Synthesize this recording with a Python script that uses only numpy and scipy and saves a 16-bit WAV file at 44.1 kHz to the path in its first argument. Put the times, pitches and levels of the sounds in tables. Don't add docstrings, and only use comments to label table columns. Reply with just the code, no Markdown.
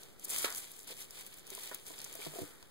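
import sys
import numpy as np
from scipy import signal
from scipy.fft import rfft, irfft, next_fast_len
from scipy.io import wavfile

SR = 44100
rng = np.random.default_rng(int(sys.argv[2]) if len(sys.argv) > 2 else 0)


def waveform_to_disk(signal):
    frames = np.transpose(np.atleast_2d(signal))
    scaled = np.clip(frames, -1, 1) * 32767
    samples = np.round(scaled).astype(np.int16)
    wavfile.write(sys.argv[1], SR, samples)


N = 119070

# start_s, bright_level_db, dull_level_db
RUSTLE_LEVELS = [(0.0, -59, -60.5), (0.17, -70.5, -72), (0.238, -55, -60), (0.243, -44.5, -74),
                 (0.254, -42.5, -64), (0.26, -59, -61), (0.279, -55, -58), (0.3, -41.5, -57.5),
                 (0.32, -39.5, -43.5), (0.443, -42, -50), (0.444, -35.5, -36.5), (0.49, -53, -52),
                 (0.58, -44, -55), (0.65, -56.5, -58), (0.83, -58, -66), (0.866, -65, -61),
                 (0.875, -50.5, -56), (0.92, -50, -48), (0.94, -57, -61), (1.031, -50.5, -54.5),
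                 (1.072, -65, -66), (1.212, -50.5, -51.5), (1.231, -59, -61.5), (1.4, -61.5, -62),
                 (1.44, -69, -66), (1.51, -55, -55.5), (1.65, -49.5, -53.5), (1.741, -58, -57.5),
                 (1.74, -56, -52), (1.79, -61, -62), (1.858, -59.5, -67), (1.866, -51, -56),
                 (1.96, -57, -59.5), (2.0, -55.5, -57.5), (2.18, -56.5, -57.5), (2.251, -49, -48),
                 (2.31, -56.5, -62), (2.391, -50, -53), (2.56, -65.5, -68.5), (2.7, -71, -71)]
# start_s, peak_db (before SNAP_TRIM_DB), centre_hz
FOAM_SNAPS = [(0.033, -33.5, 7000), (0.196, -32.5, 9630), (0.2468, -21.5, 12300), (0.2832, -34, 9650),
              (0.2935, -27, 9490), (0.3013, -32, 9900), (0.3454, -30, 12000), (0.386, -17, 9900),
              (0.4234, -25, 12400), (0.4446, -31, 4600), (0.4472, -17.5, 3540), (0.503, -22.5, 9300),
              (0.5251, -27, 5300), (0.5484, -24, 7900), (0.717, -28, 11900), (0.783, -48, 9500),
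              (0.7917, -33, 9500), (0.804, -45, 9500), (0.8073, -46, 9200), (0.831, -38, 9050),
              (0.8447, -42.5, 9000), (0.8733, -41, 9000), (1.0054, -27, 9770), (1.0246, -33.5, 7310),
              (1.1077, -29.5, 9400), (1.1476, -40, 11000), (1.179, -40, 10000), (1.2648, -29, 12000),
              (1.271, -35, 10600), (1.2758, -38, 10000), (1.3413, -35.5, 9960), (1.3683, -41, 11000),
              (1.375, -37.5, 9500), (1.385, -35.5, 8000), (1.3945, -38, 10000), (1.4682, -34, 7260),
              (1.4759, -36, 9120), (1.503, -27, 9600), (1.5504, -22.5, 9600), (1.571, -35, 3410),
              (1.634, -30, 9400), (1.6701, -33, 7300), (1.7465, -21, 10700), (1.7544, -32.5, 7510),
              (1.866, -32.5, 6900), (1.881, -34.5, 9970), (1.9817, -38.5, 3460), (1.989, -29.5, 7100),
              (2.0025, -28.5, 4840), (2.0164, -30, 8900), (2.0434, -24.5, 8450), (2.0476, -29, 6800),
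              (2.127, -28, 11700), (2.1388, -33.5, 9980), (2.153, -28, 10200), (2.2496, -30, 4340),
              (2.6268, -40, 4860)]
# start_s, peak_db (before KNOCK_TRIM_DB and the low cut), centre_hz, width_octaves,
# ring_time_ratio
BOX_KNOCKS = [(0.274, -42, 490, 0.62, 0.3), (0.444, -21, 1220, 1, 0.45), (.904, -42.5, 466, 0.6, 1.2),
              (0.921, -47.5, 444, 0.46, 1.2), (1.518, -43.5, 382, 0.37, 1.6), (1.578, -40, 790, 0.74, 0.56),
              (1.713, -38, 865, 1.1, 1.9), (1.903, -40.5, 494, 0.85, 1.3), (1.982, -48, 786, 1.9, 0.89),
              (2.062, -44.5, 1000, 0.57, 0.63), (2.152, -45.5, 590, 0.29, 1.9),
              (2.191, -41.5, 402, 0.8, 0.82), (2.22, -42, 2200, 0.43, 0.46), (2.264, -34, 420, 0.85, 0.93),
              (2.27, -38, 162, 0.33, 4.3), (2.337, -47.5, 636, 0.12, 0.51), (2.357, -40.5, 387, 0.14, 0.58),
              (2.363, -45.5, 666, 0.22, 2.5), (2.387, -31.5, 510, 0.41, 1.08),
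              (2.403, -36, 350, 0.66, 0.47), (2.416, -31.5, 288, 0.7, 2.14),
              (2.432, -34.5, 286, 0.67, 1.14), (2.413, -34.5, 101, 0.29, 1.6),
              (2.627, -46, 1240, 0.58, 0.45)]
# mode_hz, level_db, t60_s
BOX_MODES = [(100, 6, 0.085), (148, 9, 0.047), (290, -1, 0.059), (400, 0.5, 0.045), (491, -4, 0.046),
             (643, -4, 0.043), (954, -1, 0.038), (1429, -6.5, 0.035), (2000, -15, 0.012), (2307, -3, 0.046),
             (4900, -2, 0.0092)]
# start_s, scrape_level_db, rumble_level_db
WALL_LEVELS = [(0.0, -66.5, -66), (0.23, -71.5, -66.5), (0.33, -64, -60), (0.443, -55.5, -66),
               (0.444, -40, -56.5), (0.649, -71.5, -69), (1.709, -69, -67), (1.714, -48.5, -62),
               (1.78, -70.5, -68.5), (2.38, -61, -61.5), (2.7, -69, -71)]
# frequency_hz, density_db (per Hz)
BRIGHT_COLOUR = [(3500, -16), (5500, -7), (7500, 1), (9500, -0.5), (11000, -1.5), (13000, -3.5),
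                 (16000, -7.5)]
DULL_COLOUR = [(900, -7), (1700, -6), (2300, -0.5), (3500, 1.5), (5000, -3.5), (7000, -20.5)]
SCRAPE_COLOUR = [(400, -51), (800, -8.5), (1300, -3.5), (1800, -4.5), (3000, -20.5)]
RUMBLE_COLOUR = [(60, -7.5), (130, -5.5), (250, -1), (420, 3.5), (680, -4.5), (900, -8.5), (1500, -77)]
ROOM_COLOUR = [(20, 17), (60, 8), (150, 10.5), (400, -0.5), (800, -18), (2000, -47), (6000, -16),
               (12000, -45), (16000, -11.5)]
# frequency_hz, correlation (0 to 1)
PORT_LIKENESS = [(100, 0.32), (500, 0.49), (1200, 0.25), (2500, 0.11), (5000, 0.1), (12000, 0.073)]
# frequency_hz, left_over_right_db
PORT_LEAN = [(100, 12.5), (400, -7), (1000, -1.6), (2200, 2.5), (4800, -3), (6200, 0.5), (10000, 7.5),
             (15000, 1.5)]

SNAP_OCTAVES, SNAP_TRIM_DB = 0.69, -2.5
SNAP_T60_S, TAIL_T60_S, TAIL_DB = 0.0018, 0.023, -15.5
CRACKLE_COUNT, CRACKLE_HZ, CRACKLE_OCTAVES = 500, 9200, 0.29
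CRACKLE_TRIM_DB, CRACKLE_SPREAD_DB = 2, 3
KNOCK_TRIM_DB, KNOCK_LOW_HZ = -4.5, 126
MODE_SCATTER_DB, MODE_DETUNE, KNOCK_ATTACK_S = 2, 0.042, 0.00061
ROOM_DB = -64
PORT_LAG_S = 1.9e-4
CROSS_S, CROSS_GAIN, FEEDBACK = 16 / 44100, 1.08, 0.3761
LOW_CUT_HZ, TOP_HZ, GAIN_DB, OFFSET = 18, 15750, 3, -4e-4


def stirring():
    touch = contacts(700, spread_db=6, t60_s=0.0025)
    bright = layer(touch + 1.66, BRIGHT_COLOUR, RUSTLE_LEVELS, column=1)
    slow_touch = contacts(300, spread_db=8.5, t60_s=0.045)
    dull = layer(touch + 1.1 * slow_touch + 2.5, DULL_COLOUR, RUSTLE_LEVELS, column=2)
    scrape_touch = contacts(140, spread_db=-1.5, t60_s=0.016)
    scrape = layer(scrape_touch + 6.5, SCRAPE_COLOUR, WALL_LEVELS, column=1)
    rumble_touch = contacts(60, spread_db=10.0, t60_s=0.04)
    rumble = layer(rumble_touch + 8.0, RUMBLE_COLOUR, WALL_LEVELS, column=2)
    return bright + dull + scrape + rumble


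def contacts(per_s, spread_db, t60_s):
    struck = rng.random(N) < per_s / SR
    strength = amp(spread_db * np.minimum(rng.exponential(size=N), 3.3))
    decay = amp(-60 / (t60_s * SR))
    return unit(signal.lfilter([1], [1, -decay], struck * strength))


def layer(envelope, colour, levels, column):
    levels = np.transpose(levels)
    noise = envelope * rng.standard_normal((2, N))
    coloured = filtered(noise, lambda hz: amp(along(colour, hz)))
    level_db = np.interp(np.arange(N) / SR, levels[0], levels[column])
    return unit(coloured) * amp(level_db)


def snaps():
    length, lead = 2048, 16
    out = np.zeros((2, N + length))
    t = np.arange(length) / SR
    decay = amp(-60 * t / SNAP_T60_S) + amp(TAIL_DB - 60 * t / TAIL_T60_S)
    listed = [(*row, SNAP_OCTAVES) for row in FOAM_SNAPS]
    for start_s, peak_db, centre_hz, octaves in listed + list(crackles()):
        burst = rng.standard_normal((2, length)) * decay
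        burst = np.pad(burst, ((0, 0), (lead, 0)))[:, :length]
        burst = filtered(burst, lambda hz: bump(hz, centre_hz, octaves))
        burst = burst / np.abs(burst).max(axis=1, keepdims=True)
        start = round(start_s * SR)
        out[:, start:start + length] += amp(peak_db + SNAP_TRIM_DB) * burst
    return out[:, :N]


def crackles():
    when, size, pitch = rng.random((CRACKLE_COUNT, 3)).T
    start_s = when * N / SR
    rustle = np.transpose(RUSTLE_LEVELS)
    rustle_db = np.interp(start_s, rustle[0], rustle[1])
    peak_db = rustle_db + CRACKLE_TRIM_DB - CRACKLE_SPREAD_DB * np.log(size + 0.031)
    centre_hz = CRACKLE_HZ * 2 ** (2 * pitch - 1)
    return np.transpose([start_s, peak_db, centre_hz, np.full(CRACKLE_COUNT, CRACKLE_OCTAVES)])


def knocks():
    length = 4096
    out = np.zeros((2, N + length))
    t = np.arange(length) / SR
    mode_hz, mode_db, t60_s = np.transpose(BOX_MODES)[:, :, None]
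    for start_s, peak_db, centre_hz, octaves, ring_ratio in BOX_KNOCKS:
        size, detune = rng.standard_normal((2, len(BOX_MODES), 1))
        phase = 1.05 * rng.standard_normal((2, len(BOX_MODES), 1))
        decay = amp(mode_db + MODE_SCATTER_DB * size - 60 * t / (ring_ratio * t60_s))
        tone = np.sin(2 * np.pi * mode_hz * (1 + MODE_DETUNE * detune) * t + phase)
        modes = decay * bump(mode_hz, centre_hz, octaves) * tone
        ring = modes.sum(axis=1) * (1 - np.exp(-t / KNOCK_ATTACK_S))
        start = round(start_s * SR)
        out[:, start:start + length] += amp(peak_db + KNOCK_TRIM_DB) * ring / np.abs(ring).max()
    return filtered(out[:, :N], lambda hz: low_cut(hz, KNOCK_LOW_HZ))


def room():
    noise = rng.standard_normal((2, N))
    return amp(ROOM_DB) * unit(filtered(noise, lambda hz: amp(along(ROOM_COLOUR, hz))))


def alike(pair):
    def shares(hz):
        turn = np.arccos(np.clip(along(PORT_LIKENESS, hz), -1, 1)) / 2
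        return np.array([np.cos(turn), np.sin(turn)])

    mid, side = filtered(pair, shares)
    return np.sqrt(.5) * np.array([mid + side, mid - side])


def ports(pair):
    half = np.array([[.5], [-.5]])

    def response(hz):
        lean = amp(along(PORT_LEAN, hz) * half)
        lag = np.exp(2j * np.pi * hz * PORT_LAG_S * half)
        return lean * lag

    return filtered(pair, response)


def amp(db):
    return 10 ** (np.asarray(db) / 20)


def unit(x):
    return x / np.sqrt(np.mean(x ** 2) + 1e-20)


def along(points, hz):
    point_hz, value = np.transpose(points)
    return np.interp(np.log(hz + 1), np.log(point_hz + 1), value)


def bump(hz, centre_hz, octaves):
    return np.exp(-.5 * (np.log2((hz + 1) / centre_hz) / octaves) ** 2)


def low_cut(hz, corner_hz):
    return (1j * hz / (1j * hz + corner_hz)) ** 2


def filtered(x, response):
    size = next_fast_len(x.shape[-1] + 4096)
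    spectrum = rfft(x, size) * response(np.fft.rfftfreq(size, 1 / SR))
    return irfft(spectrum, size)[..., :x.shape[-1]]


def scene():
    blended = alike(stirring() + snaps() + room())
    return ports(blended + knocks())


def record(dry):
    def widen(hz):
        late = np.exp(-2j * np.pi * hz * CROSS_S) * np.array([[1], [-1]])
        return low_cut(hz, LOW_CUT_HZ) * (1 - CROSS_GAIN * late) / (1 - FEEDBACK * late)

    left, right = dry
    mid, side = filtered(np.array([left + right, left - right]) / 2, widen)
    wide = np.array([mid + side, mid - side])
    return filtered(wide, lambda hz: amp(GAIN_DB) * (hz < TOP_HZ)) + OFFSET


dry = scene()
out = record(dry)
waveform_to_disk(out)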